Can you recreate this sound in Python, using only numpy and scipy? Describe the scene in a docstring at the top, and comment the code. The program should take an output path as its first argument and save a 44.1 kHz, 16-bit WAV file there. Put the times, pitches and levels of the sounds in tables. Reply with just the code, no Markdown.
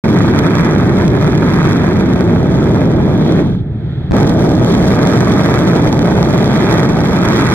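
"""On the grass beside a runway, a jet fighter at full power overloads a stereo microphone.
Big swirls in its exhaust rumble and roar, small ones rasp, shock waves crackle and the turbine hisses.
The nozzle opens, so the exhaust slows and the roar sinks to a dull rumble. Then the afterburner lights
with a triple thud, and the roar returns and slowly recedes as the aircraft starts to roll."""
import sys
import numpy as np
from scipy import signal
from scipy.fft import rfft, irfft, next_fast_len
from scipy.io import wavfile
from scipy.ndimage import uniform_filter1d

SR = 44100
rng = np.random.default_rng(int(sys.argv[2]) if len(sys.argv) > 2 else 0)


def wav_out(sig):
    """Save sig, one row per channel (or a flat mono array), as 16-bit PCM at SR to the path in sys.argv[1]."""
    wavfile.write(sys.argv[1], SR, np.round(np.clip(np.atleast_2d(sig).T, -1, 1) * 32767).astype(np.int16))


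N = 332514
FFT_SIZE = next_fast_len(N, True)
TIME, HZ = np.arange(N) / SR, np.maximum(np.fft.rfftfreq(FFT_SIZE, 1 / SR), 1)
NOZZLE_OPENS_S, AFTERBURNER_S = 3.406, 4.118

# the strongest shock waves: (time [s], relative level [dB])
LOUD_CRACKS = [(0.281, -30), (0.3903, -15), (0.4667, -22.5), (0.5524, -25), (0.894, -25), (1.08, -17),
               (1.654, -20), (2.135, -26), (2.2082, -17), (3.322, -23), (4.1665, -16), (4.2085, -25),
               (4.647, -18), (4.751, -19), (5.0724, -15), (5.3948, -36), (5.5407, -27), (5.928, -17),
               (5.9922, -17), (6.229, -17), (6.4293, -19), (6.7257, -17), (6.795, -19), (6.969, -34),
               (7.4675, -24)]


def big_swirls(steepen_s=0.00018, squeeze=0.4, hold_s=0.017, ceiling=2.4):
    """Pressure from big swirls of exhaust: drops steepen on the way, and the largest swings are squashed."""
    # tone of the big swirls: (frequency [Hz], relative level [dB])
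    spectrum = [(20, -10.5), (35, -27.5), (55, -11), (80, -7.5), (115, -2), (140, -1), (168, 0.5),
                (200, -2.5), (245, -7), (300, -6.5), (390, -9.5), (490, -18.5), (700, -12.5), (1200, -67)]
    wave = rms_one(apply_filter(rng.standard_normal((2, N)), tone(spectrum)))
    power = uniform_filter1d(wave[0] ** 2, int(hold_s * SR) + 1)
    wave = rms_one(wave / (power + 0.074) ** (squeeze / 2))
    wave = np.array([np.interp(TIME - steepen_s * w, TIME, w) for w in wave])
    return rms_one(ceiling * np.tanh(wave / ceiling))


def rumble_and_roar(pressure):
    """The deep part of the big swirls rumbles; the higher part roars."""
    deep = below(213.4)
    rumble = stereo(pressure, deep * (1 - below(20.5, order=2)))
    roar = stereo(pressure, (1 - deep) * below(490))
    return layer_gain("rumble") * rumble + layer_gain("roar") * roar


def shock_fronts(pressure, lead_s=0.0004, sputter=0.38, crack_size=2.8, crack_s=0.00098):
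    """How deep the pressure plunges at each moment: shocks come in clusters and the strongest stand out."""
    smooth = apply_filter(pressure, below(420, order=4))
    plunge = -rms_one(np.interp(TIME + lead_s, TIME, smooth)) + sputter * drift(rate_hz=28)
    near_crack = np.minimum(sum(bump(s + crack_s, crack_s) for s, _ in LOUD_CRACKS), 1)
    return (1 - near_crack) * plunge + near_crack * crack_size


def rasp(plunge, flutter_db=0.5, echo_gain=0.16, echo_s=0.00283):
    """Small swirls rasp in bursts on the shocks; a close echo, shifted by the wind, ripples their tone."""
    # tone of the small swirls: (frequency [Hz], relative level [dB])
    spectrum = [(400, 11.5), (520, -4), (630, -3), (800, -9), (1050, -11.5), (1280, -11.5), (1650, -14.5),
                (2400, -21), (2800, -30.5), (3600, -35), (6000, -64)]
    noise = rng.standard_normal((2, N)) * from_db(flutter_db * drift(rate_hz=38))
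    lag_s = echo_s * (1 + 0.031 * drift(rate_hz=3.5))
    gain = tone(spectrum) * (1 - below(481))
    low, out = below(917), 0
    for layer, burst_db, band in (("rasp", 2.5, low), ("tearing", 3.5, 1 - low)):
        bursts = noise * from_db(burst_db * plunge)
        echoed = [b - echo_gain * np.interp(TIME - lag_s, TIME, b) for b in bursts]
        out = out + layer_gain(layer) * stereo(echoed, gain * band)
    return out


def crackle(plunge, clicks_per_s=480, crowd_db=5, spread_db=6.0, click_db=-6.5, decay_s=0.0003):
    """Shocks crowd where the pressure plunges: uneven clicks, a sputtering fizz and a few loud cracks."""
    # tone of the shocks: (frequency [Hz], relative level [dB])
    spectrum = [(1500, -23), (3000, 7), (4200, -2), (5500, -3), (8000, -10.5), (12000, -14.5), (16000, -20)]
    level = layer_gain("crackle")
    hits = rng.random(N) < clicks_per_s / SR * rms_one(from_db(crowd_db * plunge))
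    sizes = from_db(spread_db * np.clip(rng.standard_normal(N), -2, 2))
    clicks = level * from_db(click_db) * rms_one(hits * sizes)
    fizz = level * rms_one(from_db(3.0 * plunge + 3.5 * drift(rate_hz=160)))
    cracks = np.zeros(N)
    for s, level_db in LOUD_CRACKS:
        cracks[int(s * SR)] = from_db(level_db)
    cracks = signal.lfilter([1], [1, -np.exp(-1 / (decay_s * SR))], cracks + 1e-18)
    # each shock meets the two sides of the microphone in its own way
    click_pair = clicks * np.array([np.ones(N), rng.standard_normal(N)])
    pair = rng.standard_normal((2, N)) * np.hypot(fizz, cracks) - click_pair
    return np.sqrt(np.mean(level ** 2)) * stereo(pair, tone(spectrum) * (1 - below(2170)))


def layer_gain(layer):
    """A layer of exhaust sound falls as the nozzle opens, returns with the afterburner, then recedes."""
    # exhaust layers: name -> (level before the afterburner [dB], level with it [dB],
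    # share of harshness [dB/dB], share of swell [dB/dB], fall as the nozzle opens [dB/s],
    # surge as the flame catches [dB], fade as the aircraft rolls away [dB/s])
    layers = {"rumble": (-13.5, -12.5, -0.06, 0, -9, 1.5, 0.5),
              "roar": (-15, -15, -0.0245, 0.19, 57, -1.5, 0.46),
              "rasp": (-23.5, -19.5, -0.09, 0, 85, 1, 0.3),
              "tearing": (-26.5, -27.6, 0.71, 0, 95, 5.5, 0.46),
              "crackle": (-42.5, -38, 0.59, 0.16, 74, 1.5, 1.47)}
    # how harsh the exhaust sounds: (time [s], treble compared with usual [dB])
    harshness = [(0.15, 0), (0.58, 6), (1.08, -3.5), (1.55, 4.5), (1.85, 1.7), (2.45, -7), (2.66, -3.5),
                 (2.95, -7.5), (3.3, -5.5), (4.55, -3.5), (5.0, 4.5), (5.55, 6.5), (5.98, -0.5), (6.7, 8.5),
                 (7.0, 4.3), (7.4, 13.5)]
    unlit_db, lit_db, harsh_share, swell_share, fall_rate, surge_db, fade_rate = layers[layer]
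    unlit = unlit_db - fall_rate * np.maximum(TIME - NOZZLE_OPENS_S, 0)
    surge = surge_db * bump(AFTERBURNER_S + 0.078, width_s=0.044)
    lit = lit_db + surge - fade_rate * (TIME - AFTERBURNER_S)
    thrust_db = np.where(TIME < AFTERBURNER_S, unlit, lit)
    harsh_db = np.interp(TIME, *np.transpose(harshness))
    return from_db(thrust_db + harsh_share * harsh_db + swell_share * swell_db())


def afterburner_thuds(hold_s=0.00089, decay_s=0.00063, right_lag_s=0.00112, snap_s=0.000067):
    """Blast waves swamp the microphone: flat-topped thuds that sag away, a little later on the right."""
    # blasts as the flame catches: (time [s], push or pull [relative], snap on top [relative])
    blasts = [(4.1101, .95, .1), (4.1184, -.9, .75), (4.1264, .5, 0)]
    thuds, snaps = np.zeros((2, N)), np.zeros(N)
    for s, push, snap in blasts:
        age = TIME - s - np.array([[0], [right_lag_s]])
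        thuds += push * (age > 0) * np.exp(-np.maximum(age - hold_s, 0) / decay_s)
        snaps += snap * (age[1] > 0) * np.exp(-np.abs(age[1]) / snap_s)
    thuds = signal.sosfilt(signal.butter(1, 900, fs=SR, output="sos"), thuds + 1e-18)
    snaps = signal.sosfilt(signal.butter(2, 4600, fs=SR, output="sos"), snaps + 1e-18)
    return thuds + snaps


def slow_exhaust(rumble_db, rush_db, rumble_width=0.7, rush_width=0.74):
    """With the nozzle open the exhaust is slow: a smooth rumble and a faint rush, with no shocks."""
    # tone of the slow exhaust: (frequency [Hz], relative level [dB])
    spectrum = [(20, -25), (60, -6.5), (130, 2), (180, -5), (250, -11.5), (400, -17), (540, -26.5),
                (800, -30.5), (1100, -41), (1300, -35.5), (1700, -36), (2500, -46), (4000, -68),
                (15000, -81)]
    noise = rng.standard_normal((2, N))
    low, out = below(780), 0
    for level_db, width, band in ((rumble_db, rumble_width, low), (rush_db, rush_width, 1 - low)):
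        part = from_db(level_db) * stereo(noise, tone(spectrum) * band)
        out = out + width * part + (1 - width) * part.mean(axis=0)   # draw it toward the centre
    return out


def turbine(hiss_db):
    """A smooth hiss from the engine itself."""
    # tone of the turbine: (frequency [Hz], relative level [dB])
    spectrum = [(2000, -25.5), (2900, 0), (3400, 0), (4000, -7.5), (4700, -17), (8000, -47), (10500, -33),
                (16000, -45)]
    return from_db(hiss_db) * stereo(rng.standard_normal((2, N)), tone(spectrum))


def swell_db():
    """The hiss swells a few times, and the roar and crackle rise a little with it."""
    # swells of the turbine hiss: (time [s], half length [s], rise [dB])
    swells = [(0.2, 0.16, 5), (3.28, 0.11, 6.5), (4.718, 0.039, 10.5), (6.52, 0.2, 7.5), (7.37, 0.056, 11)]
    return sum(rise_db * bump(s, width_s) for s, width_s, rise_db in swells)


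def stereo(pair, gain):
    """Filter two unrelated sounds into left and right: alike in the bass, opposed in the treble."""
    # left-right difference against the sum: (frequency [Hz], level [dB], likeness [0-1], phase [rad])
    microphone_sides = [(35, -5.5, 0.86, -4.03), (100, -12.7, 0.96, -4.54), (240, -17.2, 0.61, -4.51),
                        (500, -8.1, 0.47, -4.45), (900, -6.2, 0.28, -4.25), (1400, -3.8, 0.26, -4.35),
                        (2200, -0.4, 0.61, -3.09), (3400, 7.3, 0.67, -3.8), (6000, 8.8, 0.45, -3.38),
                        (14000, 7.1, 0.17, -3.04)]
    side_db, alike, phase = over_hz(microphone_sides)
    alike = np.clip(alike, 0, 1)
    shared, own = rfft(pair, FFT_SIZE) * gain
    difference = from_db(side_db) * (shared * alike * np.exp(1j * phase) + own * np.sqrt(1 - alike ** 2))
    mid, side = irfft(np.array([shared, difference]), FFT_SIZE)[:, :N]
    return np.array([mid + side, mid - side]) / np.std(mid)


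def from_db(db):
    """Turn decibels into a gain to multiply by."""
    return np.exp(np.asarray(db) * (np.log(10) / 20))


def rms_one(x):
    """Scale a signal so its typical size (rms) is 1."""
    return x / np.sqrt(np.mean(x ** 2) + 1e-20)


def over_hz(rows):
    """Fill in each column of a table for every frequency, on a log scale."""
    hz, *columns = np.transpose(rows)
    return [np.interp(np.log(HZ), np.log(hz), c) for c in columns]


def tone(spectrum):
    """A gain for each frequency, from a table in dB."""
    return from_db(over_hz(spectrum)[0])


def below(edge_hz, order=8):
    """Gains that keep what is below the edge; one minus them keeps what is above."""
    return 1 / (1 + (HZ / edge_hz) ** order)


def apply_filter(x, gain):
    """Turn each frequency up or down by its gain."""
    return irfft(rfft(x, FFT_SIZE) * gain, FFT_SIZE)[..., :N]


def drift(rate_hz):
    """A smooth random wobble of typical size 1."""
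    return rms_one(apply_filter(rng.standard_normal(N), below(rate_hz, order=2)))


def bump(s, width_s):
    """A smooth rise to 1 and back around a moment."""
    out = np.zeros(N)
    near = slice(*np.searchsorted(TIME, [s - 4 * width_s, s + 4 * width_s]))
    out[near] = np.exp(-((TIME[near] - s) / width_s) ** 2)
    return out


def ramp(start_s, length_s):
    """A straight rise from 0 to 1."""
    return np.clip((TIME - start_s) / length_s, 0, 1)


def scene(start_s=0.039, swamped_s=(4.106, 4.131)):
    """One pressure wave drives roar, rasp and crackle; the open nozzle stills them until the thuds."""
    pressure = big_swirls()
    plunge = shock_fronts(pressure[0])
    full_power = rumble_and_roar(pressure) + rasp(plunge) + crackle(plunge)
    full_power += turbine(hiss_db=-47 + swell_db())
    sag = 1 - ramp(start_s=3.705, length_s=0.22)   # in the lull, rush and hiss start low, then recover
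    lull = slow_exhaust(rumble_db=-18.5, rush_db=-43.5 - 5 * sag) + turbine(hiss_db=-51.5 - 9 * sag)
    opened = ramp(NOZZLE_OPENS_S + 0.08, length_s=0.14) * (TIME < AFTERBURNER_S)
    jet = np.sqrt(1 - opened) * full_power + np.sqrt(opened) * lull
    # the blasts blot out the jet for a moment
    heard = (TIME > start_s) & ((TIME < swamped_s[0]) | (TIME > swamped_s[1]))
    return jet * uniform_filter1d(heard * 1., size=64) + afterburner_thuds()


def record(dry, cutoff_hz=15800):
    """The microphone dulls two narrow bands, clips the loudest peaks and cuts the highest treble."""
    # narrow dips of the microphone: (frequency [Hz], width [Hz], level at the bottom [dB])
    dips = [(2877, 616, -20), (4980, 140, -10)]
    for hz, width_hz, bottom_db in dips:
        leak = from_db(bottom_db)
        notched = signal.lfilter(*signal.iirnotch(hz, hz / width_hz, fs=SR), dry)
        dry = (1 - leak) * notched + leak * dry
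    return apply_filter(np.clip(dry, -1, 1), below(cutoff_hz, order=300))


dry = scene()
out = record(dry)
wav_out(out)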